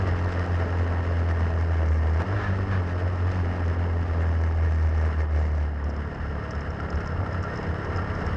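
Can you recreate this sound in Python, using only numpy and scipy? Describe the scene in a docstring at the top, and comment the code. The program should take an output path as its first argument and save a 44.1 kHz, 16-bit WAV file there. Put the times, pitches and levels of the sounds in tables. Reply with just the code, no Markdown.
"""A droning exhaust over mechanical clatter, on a shaking frame: a single-cylinder kart rolls over stubble and grass.
The crank swings the frame as a low sine, and the camera mount buzzes at both ends of each stroke.
The exhaust sums half orders of the crank and noisy puffs; filtered slaps and small contacts make the clatter.
The revs jump once, then sink to a rough idle: the slack chain clinks, its guard chatters and
the wheels rumble over the turf."""
import sys
import numpy as np
from scipy import signal
from scipy.fft import rfft, irfft, next_fast_len
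from scipy.io import wavfile
from scipy.ndimage import uniform_filter1d, map_coordinates

SR = 44100
rng = np.random.default_rng(int(sys.argv[2]) if len(sys.argv) > 2 else 0)


def file_out(sig):
    """Save sig as 16-bit WAV at sys.argv[1]."""
    # one column per channel
    cols = np.atleast_2d(sig).T
    # limit, then scale
    lim = np.clip(cols, -1, 1)
    pcm = np.round(lim * 32767).astype(np.int16)
    wavfile.write(sys.argv[1], SR, pcm)


N = 369072
TIME = np.arange(N) / SR  # seconds

# Ground and wheels
# spectrum of the wheels' rumble on turf: (frequency [Hz], relative level [dB])
RUMBLE_SPECTRUM = [(12, -34.5), (26, -10.5), (38, -2), (55, -5.5), (70, -1), (88, 2), (110, -6), (135, -9),
                   (200, -16.5), (500, -43), (2000, -110)]
# spectrum of tyres in stubble: (frequency [Hz], relative level [dB])
SWISH_SPECTRUM = [(800, -6), (2500, 4.5), (3400, -5), (3900, -5.5), (5000, -5.5), (6000, -9), (8000, -20.5),
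                  (10000, -29.5)]
# the wheels thud through a hollow: (time [s], length [s], level [dB])
HOLLOW = (4.7, 0.2, -43.5)
# ruts damp the shake and change the swish: (time [s], length [s], shake depth [dB], swish change [dB])
RUTS = [(0.326, .09, 6, 5.5), (0.464, 0.073, 10.5, 6.5), (.67, .055, 8, 1), (2.247, .03, 15.5, -2.5),
        (2.418, 0.093, 6, 1), (2.743, .025, 5, 1), (2.894, 0.055, 6.5, 10), (3.004, 0.031, 8, 8),
        (3.169, 0.047, 7.5, -1), (3.335, .04, 10.5, 3.5), (3.574, 0.083, 6.5, 3), (3.754, 0.058, 2.5, -0.5),
        (4.079, 0.055, 4, 8), (5.131, 0.078, 5, 3)]
# the frame knocks on bumps: (time [s], thump level [dB], ring [Hz])
KNOCKS = [(0.085, -22, 480), (2.1975, -26, 900), (2.2015, -19, 380), (2.2045, -21, 1300),
          (2.2075, -25, 450), (2.2195, -14.5, 640), (4.722, -18.5, 540), (5.581, -20.5, 600),
          (5.893, -23, 600)]
KNOCK_T60_S, CRACK_T60_S, CRACK_DB = 0.0087, 0.013, -14  # thump ring, crack ring, crack against thump

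# Chain and its guard
# the chain scrapes as it takes up the drive: (time [s], length [s], level before a common trim [dB])
SCRAPES = [(2.43, 0.19, -32.5), (2.74, 0.086, -32.5)]
# spectrum of a scrape: (frequency [Hz], relative level [dB])
SCRAPE_SPECTRUM = [(500, -53), (1000, -7.5), (1550, -8.5), (1750, -0.5), (1950, -15.5), (3000, -25),
                   (6000, -37), (10000, -63.5)]
# spectrum of the chattering guard: (frequency [Hz], relative level [dB])
GUARD_SPECTRUM = [(500, -53), (1000, -25.5), (1180, 10.5), (1260, -11), (1360, 14), (1450, 1), (1600, 1),
                  (1850, -5.5), (2100, -59), (4000, -100)]
# the slack chain hits its guard: (time [s], peak before CLINK_GAIN_DB [dB], ring [Hz])
CLINKS = [(5.8396, -53, 5430), (5.8975, -51, 5300), (5.9628, -51.5, 4820), (6.1449, -52.5, 5280),
          (6.5071, -45, 5400), (6.55, -49, 5300), (6.6044, -48.5, 5470), (6.7022, -50, 5400),
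          (6.8024, -51, 5200), (6.9007, -45, 5200), (6.9531, -48.5, 5440), (7.004, -49.5, 5370),
          (7.0584, -52, 6420), (7.0718, -44.5, 5380), (7.3272, -53, 5120), (7.4255, -48, 5600),
          (7.4374, -48, 5270), (7.5567, -46.5, 5130), (7.5727, -44, 5340), (7.6276, -48.5, 5160),
          (7.8451, -48.5, 5310), (7.9593, -43, 5200), (7.9698, -45, 5170), (8.1494, -49.5, 5330),
          (8.2023, -52, 4930), (8.2631, -45, 5170)]
# spectrum shared by clinks and jostling links: (frequency [Hz], relative level [dB])
CLINK_SPECTRUM = [(1500, -33.5), (4200, -19), (5200, 5), (5900, -3), (7200, -8.5), (8000, -21), (9000, -34)]
CLINK_S, CLINK_GAIN_DB = .0055, 5.5  # time scale of a link's skid; gain of every clink
CLINK_WIDTH_HZ, CLINK_LIFT_DB = 520, 7  # width and height of each clink's own ring
# the loose guard is tapped at idle: (time [s], strike level before the modes' levels [dB])
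TAPS = [(6.0092, -37), (6.115, -37), (6.5334, -32.5), (6.8017, -28.5), (6.8366, -35), (6.928, -28.5),
        (6.9886, -32.5), (7.0462, -33), (7.264, -30.5), (7.3451, -30.5), (7.4381, -31), (7.7127, -30.5),
        (7.7443, -28.5)]
# ringing modes of the guard, varied a little at each tap: (frequency [Hz], level [dB], t60 [s])
GUARD_MODES = [(1190, -21.5, 0.032), (1360, -3.5, 0.062), (1420, -6, 0.028), (1850, -11, 0.027),
               (2800, -16, .012)]

# Clatter of the machinery
# resonances of engine block and frame: (frequency [Hz], width [Hz], lift [dB])
BODY = [(426, 110, 4.5), (643, 44, 3.5), (1190, 32, 4.5), (1320, 43, 5.5), (1664, 47, 5.5), (1837, 52, 8.5),
        (2140, 86, 4), (2803, 240, 4), (5216, 530, 13), (6330, 250, 7.5)]
# spectrum of the engine clatter: (frequency [Hz], relative level [dB])
CLATTER_SPECTRUM = [(90, -39.5), (200, -2.5), (330, -6), (450, -3.5), (750, -4.5), (1100, -8), (1600, -21),
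                    (2500, -31), (5000, -57.5), (10000, -100)]
# spectrum of the running chain: (frequency [Hz], relative level [dB])
CHAIN_SPECTRUM = [(300, -51.5), (1000, -5), (1400, 1), (1800, 0), (2050, -4.5), (2400, -15), (3000, -12.5),
                  (3400, -22.5), (4500, -24.5), (6000, -32.5), (8000, -36), (10000, -45.5)]
# how hard the running kart rattles: (time [s], level [dB])
RATTLE = [(0, 1.5), (.45, 2), (1.9, 0), (3.1, -1), (3.5, 0.5), (4.5, -1.5), (5.1, -0.5), (5.75, -2.5),
          (6.5, -1.5), (7.6, 1.6), (8.37, 2)]
# brief dips in level: (time [s], length [s], depth [dB])
LULLS = [(5.281, 0.091, 3.5), (5.743, 0.19, 2.5)]
# jolts shake the rattle and the camera mount harder: (time [s], lift [dB])
JOLTS = [(.08, 2.5), (1.3, 3), (2.21, 5), (5.06, 1.5), (5.21, 1), (5.355, 1.5)]
JOLT_S, JOLT_SWING = 0.039, 0.72  # length of a jolt; dB of swing at the mount per dB of jolt
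CRUISE_HZ = 82  # crank turns a second at which the level laws are stated
# level laws of four layers: (level at cruising speed [dB], slope [dB per dB of rattle],
# slope [dB per extra crank turn a second], change at idle [dB])
CLATTER_LAW = (-37.5, 1.08, 0.0932, 1)
CHAIN_LAW = (-43, 0.92, 0.1579, 3.5)
SWISH_LAW = (-60, 2, 0.3441, -5)
RUMBLE_LAW = (-39, 0.2, 0.3365, 8)
THROB_AT, FULL_SWING_DB = .4, -22  # share of a turn where the throb peaks; swing that gives full throb
CLATTER_THROB_DB, CHAIN_THROB_DB, IDLE_THROB_DB = 4.2, 2.2, .8  # swell per turn: driving adds to idle's

# Exhaust
# exhaust note: (multiple of the crank speed, level driving [dB], level idling [dB])
NOTE = [(.5, -51, -52.5), (1.5, -49.5, -37.5), (2, -42.5, -41), (2.5, -51.5, -40.5), (3, -46.5, -45.5),
        (3.5, -53.5, -53), (4, -56, -57.5), (4.5, -61, -53.5), (5, -63.5, -66), (6, -56.5, -47.5),
        (7, -58, -52.5)]
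# the silencer's chamber resonances: (frequency [Hz], width [Hz], lift [dB])
SILENCER = [(190, 13, 3), (260, 21, 4.5), (307.4, 20, 5.5), (384, 21, 9.5)]
# spectrum of the gas puffs: (frequency [Hz], relative level [dB])
PIPE_SPECTRUM = [(60, -32), (110, -11), (160, 3.5), (230, 1), (300, -1.5), (420, -6), (700, -10),
                 (1500, -17.5), (3000, -48.5), (8000, -110)]
# the drone at twice the crank speed surges and drops as the drive snatches: (time [s], change [dB])
SURGES = [(2.36, -14), (2.48, 5), (2.6, 0), (2.74, 5.5), (3.2, -10), (3.39, 3.5), (3.55, 3), (5.25, -6),
          (5.45, -6)]
SURGE_S = 0.088
# then the drone pulses for a while: (time [s], length [s], pulses a second [Hz], depth [0-1])
LOPE = (3.85, .9, 6.35, .8)
FULL_HZ = 82.1  # below this crank speed the loaded exhaust fades
EXHAUST_DB, FADE_DB_PER_HZ = -0.05, 0.3
NOTE_WAVER_DB, CRANK_WAVER = 1.4, .002  # unsteadiness of each order; of the crank speed (share)

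# Camera mount
# spectrum of a tick of the mount, also of a knock's crack: (frequency [Hz], relative level [dB])
TICK_SPECTRUM = [(120, -26), (300, -8.5), (550, 3), (1000, -2), (1800, -2.5), (3600, -17), (5500, -8),
                 (7500, -19.5), (10000, -33)]
# resonances of the camera case: (frequency [Hz], width [Hz], lift [dB])
CASE = [(547, 96, 17.5), (1690, 120, 15.5), (1820, 70, 10.5), (2100, 110, 9), (2250, 350, 11)]
# the mount answers best near this crank speed: (speed [turns a second], width [Hz])
MOUNT = (78.2, 33)
TICK_T60_S, TICK_UNEVEN_DB = .003, 3.2  # chatter of one tick; scatter of tick sizes
TICK_STOP_DB = -23  # hardest blow the plastic passes
CLICK_DB = -5.5  # hard first contact of a tick, against its chatter
STROKE_BIAS_DB, STROKE_SCATTER = .6, .03  # one end is struck harder; timing play (share of a stroke)

# Crank and frame
# crank speed: (time [s], speed [turns a second])
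CRANK = [(0.0, 98.1), (0.11, 87.1), (0.25, 89.1), (0.6, 87.0), (1.1, 85.3), (1.55, 82.7), (1.72, 83.3),
         (1.88, 78.1), (2.17, 80.1), (2.33, 101.4), (2.4, 104.4), (2.52, 94.5), (2.72, 97.3), (2.85, 87.0),
         (3.05, 90.3), (3.2, 88.0), (3.33, 92.8), (3.45, 86.4), (3.55, 88.5), (3.65, 84.2), (3.79, 86.1),
         (4.1, 84.4), (4.35, 81.8), (4.55, 81.2), (4.8, 79.1), (5.05, 78.9), (5.3, 76.2), (5.5, 76.2),
         (5.8, 73.3), (6.2, 72.0), (6.6, 71.4), (6.9, 69.8), (7.3, 68.7), (7.8, 69.0), (8.37, 69.9)]
# engine load: (time [s], load [0 idle to 1 driving])
LOAD = [(0, 0.99), (5.4, 0.99), (5.7, 0.82), (6.1, 0.41), (7, 0.15), (8.37, 0.047)]
# a brief swell: (time [s], length [s], more exhaust [dB], more shake [dB])
BRIEF_SWELL = (3.3, 0.22, 1.1, 2.5)
# the shake peaks as the crank crosses the frame's resonance: (speed [turns a second], width [Hz], lift [dB])
FRAME = (77.6, 13.9, 4.16)
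SHAKE_DB, SHAKE_WAVER_DB = -25.8, .85  # swing away from resonance; its unsteadiness
SWAY_DB, SWAY_WAVER_DB = -36, 2.5  # free sway at idle; its unsteadiness
# the low sway swells and fades at idle, as in beating: (time [s], level [dB], pitch [Hz])
SWAY_SWELLS = [(5.86, -31, 73), (6.21, -33, 75.17), (6.57, -36, 75.2), (6.96, -27.5, 79.75),
               (7.08, -40, 79.7), (7.21, -33, 88.1), (7.39, -28, 87.9), (7.7, -29.5, 81.9),
               (7.99, -29, 86.46), (8.1, -34, 86.4), (8.27, -31, 81.8)]
SWAY_SWELL_S = 0.062

TOP_HZ = 10150  # the camera's band limit


def amp(db):
    """Decibels to gain."""
    return 10 ** (np.asarray(db) / 20)


def unit(x):
    """Scale to rms 1."""
    return x / np.sqrt(np.mean(x ** 2) + 1e-20)


def noise():
    """White noise for the whole scene."""
    return rng.standard_normal(N)


def curves(rows):
    """One value per sample for each column after the time."""
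    s, *cols = np.transpose(rows)
    return [np.interp(TIME, s, c) for c in cols]


def wobble(rate):
    """A smooth random curve, rate knots a second."""
    knots = rng.standard_normal(int(N * rate / SR) + 4)
    return map_coordinates(knots, [TIME * rate])


def hump(s, length):
    """A smooth rise to 1 and fall around a moment."""
    return np.exp(-(2 * (TIME - s) / length) ** 2)


def humps(rows, length):
    """Brief humps of dB at (time [s], height [dB])."""
    return sum(db * hump(s, length) for s, db in rows)


def swells(rows):
    """Smooth humps of gain at (time [s], length [s], level [dB])."""
    return sum(amp(db) * hump(s, length) for s, length, db in rows)


def resonance(hz, centre, width):
    """A peak of height 1, as wide as stated at half its height."""
    return 1 / (1 + (2 * (hz - centre) / width) ** 2)


def colour(x, points, peaks=(), size=16384):
    """Minimum-phase filter of energy 1 through (frequency, dB) points, raised at each resonance."""
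    hz = np.fft.rfftfreq(size, 1 / SR)
    f, level = np.transpose(points)
    db = np.interp(np.log(hz + 1), np.log(f), level)
    for centre, width, lift in peaks:
        db = db + lift * resonance(hz, centre, width)
    # folding the cepstrum makes the filter causal
    cepstrum = irfft(np.log(amp(db)))
    cepstrum[1:size // 2] *= 2
    cepstrum[size // 2 + 1:] = 0
    ring = irfft(np.exp(rfft(cepstrum)))
    return signal.fftconvolve(x, ring / np.linalg.norm(ring))[:N]


def beats(cycles):
    """A unit impulse each time the count of cycles passes a whole number."""
    whole = np.floor(cycles)
    return np.diff(whole, prepend=whole[0])


def scatter(cycles, spread_db):
    """A new random gain for each cycle."""
    gains = amp(spread_db * noise())
    return gains[np.floor(cycles).astype(int)]


def decay(t, t60):
    """Exponential fall of 60 dB in t60 seconds."""
    return np.exp(-np.log(1000) * t / t60)


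def bursts(rows, t60):
    """Short dying puffs of noise at (time [s], level [dB])."""
    out, t = np.zeros(N + SR), np.arange(SR // 4) / SR
    for s, db in rows:
        out[round(s * SR):][:len(t)] += amp(db) * decay(t, t60) * rng.standard_normal(len(t))
    return out[:N]


def ringing(hz, t60):
    """A struck mode: a sine that dies away."""
    t = np.arange(SR // 4) / SR
    return np.sin(2 * np.pi * hz * t) * decay(t, t60)


def lulls():
    """Depth in dB of the brief dips in level."""
    return sum(depth * hump(s, length) for s, length, depth in LULLS)


def ruts():
    """Two curves in dB: how much the ruts damp the shake, and how much they change the swish."""
    return sum(np.outer([depth_db, swish_db], hump(s, length)) for s, length, depth_db, swish_db in RUTS)


def level_db(law, speed, load):
    """A layer's level follows the rattle, the crank speed and the slackening drive."""
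    cruise_db, per_rattle, per_hz, slack_db = law
    rattle_db = curves(RATTLE)[0] + humps(JOLTS, JOLT_S) - lulls()
    return cruise_db + per_rattle * rattle_db + per_hz * (speed - CRUISE_HZ) + slack_db * (1 - load)


def knocks():
    """Each knock on the frame is a dull thump of a few cycles with a short crack."""
    out = np.zeros(N + SR)
    for s, db, ring_hz in KNOCKS:
        thump = amp(db) * ringing(ring_hz, KNOCK_T60_S)
        out[round(s * SR):][:len(thump)] += thump
    crack = colour(bursts([(s, db) for s, db, _ in KNOCKS], CRACK_T60_S), TICK_SPECTRUM, CASE)
    return out[:N] + amp(CRACK_DB) * crack


def ground(speed, load):
    """Wheels swish through stubble and rumble over turf as filtered noise; the frame now and then knocks."""
    jolts = amp(level_db(RUMBLE_LAW, speed, load)) + swells([HOLLOW])
    rumble = jolts * amp(1.8 * wobble(10)) * unit(colour(noise(), RUMBLE_SPECTRUM))
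    swish_db = level_db(SWISH_LAW, speed, load) + ruts()[1]
    stalks = amp(5.6 * wobble(600)) * noise()  # fast flicker roughens the noise
    swish = amp(swish_db + 2.3 * wobble(16)) * unit(colour(stalks, SWISH_SPECTRUM))
    return rumble + swish + knocks()


def clinks():
    """A slack link skids along the guard for a moment; each spot rings at its own pitch."""
    out, t = np.zeros(N + SR), np.arange(SR // 25) / SR
    contact = np.sqrt(t / CLINK_S) * np.exp(-(t / CLINK_S) ** 2)
    for s, db, ring_hz in CLINKS:
        skid = contact * rng.standard_normal(len(t))
        ring = colour(skid, CLINK_SPECTRUM, [(ring_hz, CLINK_WIDTH_HZ, CLINK_LIFT_DB)], size=2048)
        out[round(s * SR):][:len(ring)] += amp(db + CLINK_GAIN_DB) * ring / np.abs(ring).max()
    return out[:N]


def taps():
    """Each tap rings the guard's modes, in a slightly different mix and pitch."""
    out = np.zeros(N + SR)
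    for s, db in TAPS:
        for hz, level, t60 in GUARD_MODES:
            gain = amp(db + level + rng.normal(0, 1.5))
            mode = gain * ringing(hz * rng.normal(1, .012), t60)
            out[round(s * SR):][:len(mode)] += mode
    return out[:N]


def chain_noises(turns, load):
    """The chain scrapes taking up the drive; when slack it jingles, clinks and keeps its guard ringing."""
    scrape = amp(-2.5) * swells(SCRAPES) * unit(colour(noise(), SCRAPE_SPECTRUM))
    guard = (1 - load) * amp(-47 + 3.0 * wobble(15)) * unit(colour(noise(), GUARD_SPECTRUM))
    jingle = amp(3.5 * wobble(110) - 3 * np.sin(2 * np.pi * turns)) * noise()  # links jostle with each turn
    links = (1 - load) * amp(-68) * colour(jingle, CLINK_SPECTRUM, [(5180, 400, 12)])
    return scrape + guard + links + clinks() + taps()


def machinery(turns, spectrum, throb_depth, fire_db, slap_db, uneven_db, flutter_db):
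    """Piston slaps and a rush of small contacts, swelling with each turn and each firing, ring the metal."""
    angle = 2 * np.pi * (turns - THROB_AT)
    throb = amp(throb_depth * np.cos(angle) + fire_db * np.cos(angle / 2))
    throb = throb / np.sqrt(uniform_filter1d(throb ** 2, size=4096))  # keep the average level even
    rush = unit(throb * scatter(2 * turns, uneven_db) * noise())
    slaps = unit(beats(turns - THROB_AT) * throb * scatter(turns + 1 - THROB_AT, uneven_db))
    rung = unit(colour(rush + amp(slap_db) * slaps, spectrum, BODY))
    return amp(flutter_db * wobble(22)) * rung


def drone_gain():
    """The drone surges with the snatching drive, then pulses evenly."""
    s, length, rate, depth = LOPE
    pulse = 1 + depth * hump(s, length) * np.cos(2 * np.pi * rate * (TIME - s))
    return amp(humps(SURGES, SURGE_S)) * pulse


def exhaust_level_db(speed, load):
    """The exhaust fades as the loaded engine slows, and swells briefly once."""
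    s, length, louder_db, _ = BRIEF_SWELL
    fade_db = FADE_DB_PER_HZ * load * np.maximum(FULL_HZ - speed, 0)
    return EXHAUST_DB - fade_db + louder_db * hump(s, length) - lulls()


def exhaust(turns, speed, load, puff_db, uneven_db):
    """One firing every second turn: a note of half orders and a ragged puff of gas."""
    note = np.zeros(N)
    for order, drive_db, idle_db in NOTE:
        # an order swells as it crosses a resonance
        boom_db = sum(lift * resonance(order * speed, centre, width) for centre, width, lift in SILENCER)
        level = amp(idle_db + load * (drive_db - idle_db) + boom_db + NOTE_WAVER_DB * wobble(8))
        if order == 2:
            level = level * drone_gain()
        note += level * np.cos(2 * np.pi * order * turns - order ** 2)  # the silencer delays high orders more
    gas = np.exp(-4 * (turns / 2 % 1)) * scatter(turns / 2, uneven_db) * noise()
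    return np.sqrt(2) * note + amp(puff_db) * unit(colour(gas, PIPE_SPECTRUM))


def mount_buzz(turns, speed, swing, play_db, gain_db):
    """When the swing exceeds its play, the camera mount chatters briefly at both ends of the stroke."""
    answer = resonance(speed, *MOUNT)
    jolted = answer * swing * amp(JOLT_SWING * humps(JOLTS, JOLT_S))
    excess = np.maximum(jolted - amp(play_db), 0)
    strokes = 2 * turns + .42 + STROKE_SCATTER * wobble(150)
    ends = amp(STROKE_BIAS_DB * np.sin(2 * np.pi * turns))
    blows = beats(strokes) * scatter(strokes, TICK_UNEVEN_DB) * excess * ends
    cushioned = amp(TICK_STOP_DB) * np.tanh(blows / amp(TICK_STOP_DB))
    keep = decay(1 / SR, TICK_T60_S)  # share of the chatter left after one sample
    chatter = signal.lfilter([np.sqrt(1 - keep ** 2)], [1, -keep], cushioned) * noise()
    return amp(gain_db) * colour(chatter + amp(CLICK_DB) * cushioned, TICK_SPECTRUM, CASE)


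def frame_swing(speed):
    """The frame swings widest near its resonance, more in one brief swell and less in a rut."""
    centre, width, lift = FRAME
    s, length, _, wider_db = BRIEF_SWELL
    drive_db = lift * resonance(speed, centre, width) + wider_db * hump(s, length)
    return amp(SHAKE_DB + drive_db - ruts()[0] - lulls() + SHAKE_WAVER_DB * wobble(24))


def shake(turns, swing, load, idle_db, wander_hz):
    """Under load the piston swings the frame once a turn; at idle it mostly sways at its own drifting pitch."""
    forced = swing * amp(idle_db * (1 - load)) * np.sin(2 * np.pi * turns)
    sway_swells = swells([(s, SWAY_SWELL_S, db) for s, db, _ in SWAY_SWELLS])
    sway = (1 - load) * amp(SWAY_DB + SWAY_WAVER_DB * wobble(18)) + sway_swells
    _, sway_hz = curves(SWAY_SWELLS)
    free = sway * np.sin(2 * np.pi * np.cumsum(sway_hz + wander_hz * wobble(18)) / SR)
    return np.sqrt(2) * (forced + free)


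def scene():
    """Shake, buzz, exhaust and machinery share one crank; chain noises and ground join them."""
    speed, = curves(CRANK)
    load = np.clip(curves(LOAD)[0], 0, 1)
    turns = np.cumsum(speed * (1 + CRANK_WAVER * wobble(25))) / SR
    swing = frame_swing(speed)
    shaking = load * np.minimum(swing / amp(FULL_SWING_DB), 1) ** 2  # the wider the swing, the deeper the throb
    jostle_db = .5 * wobble(11)  # uneven ground moves clatter and chain together

    # slap_db: regular piston slaps against the rush of small contacts
    chain = machinery(turns, CHAIN_SPECTRUM, IDLE_THROB_DB + CHAIN_THROB_DB * shaking,
                      fire_db=0.5, slap_db=-14, uneven_db=1.48, flutter_db=1.0)
    chain = amp(level_db(CHAIN_LAW, speed, load) + jostle_db) * chain
    clatter = machinery(turns, CLATTER_SPECTRUM, IDLE_THROB_DB + CLATTER_THROB_DB * shaking,
                        fire_db=-0.5, slap_db=-9.5, uneven_db=0.77, flutter_db=0.9)
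    clatter = amp(level_db(CLATTER_LAW, speed, load) + jostle_db) * clatter
    pipe = amp(exhaust_level_db(speed, load)) * exhaust(turns, speed, load, puff_db=-46.0, uneven_db=3.5)
    buzz = mount_buzz(turns, speed, swing * load, play_db=-27.0, gain_db=6.0)
    frame = shake(turns, swing, load, idle_db=-18.0, wander_hz=3.46)
    mix = ground(speed, load) + chain_noises(turns, load) + chain + clatter + pipe + buzz + frame
    return mix[None]


def record(dry):
    """The camera keeps nothing above its band limit."""
    size = next_fast_len(N + SR // 2)
    kept = np.fft.rfftfreq(size, 1 / SR) < TOP_HZ
    return irfft(rfft(dry, size) * kept, size)[..., :N]


dry = scene()
out = record(dry)
file_out(out)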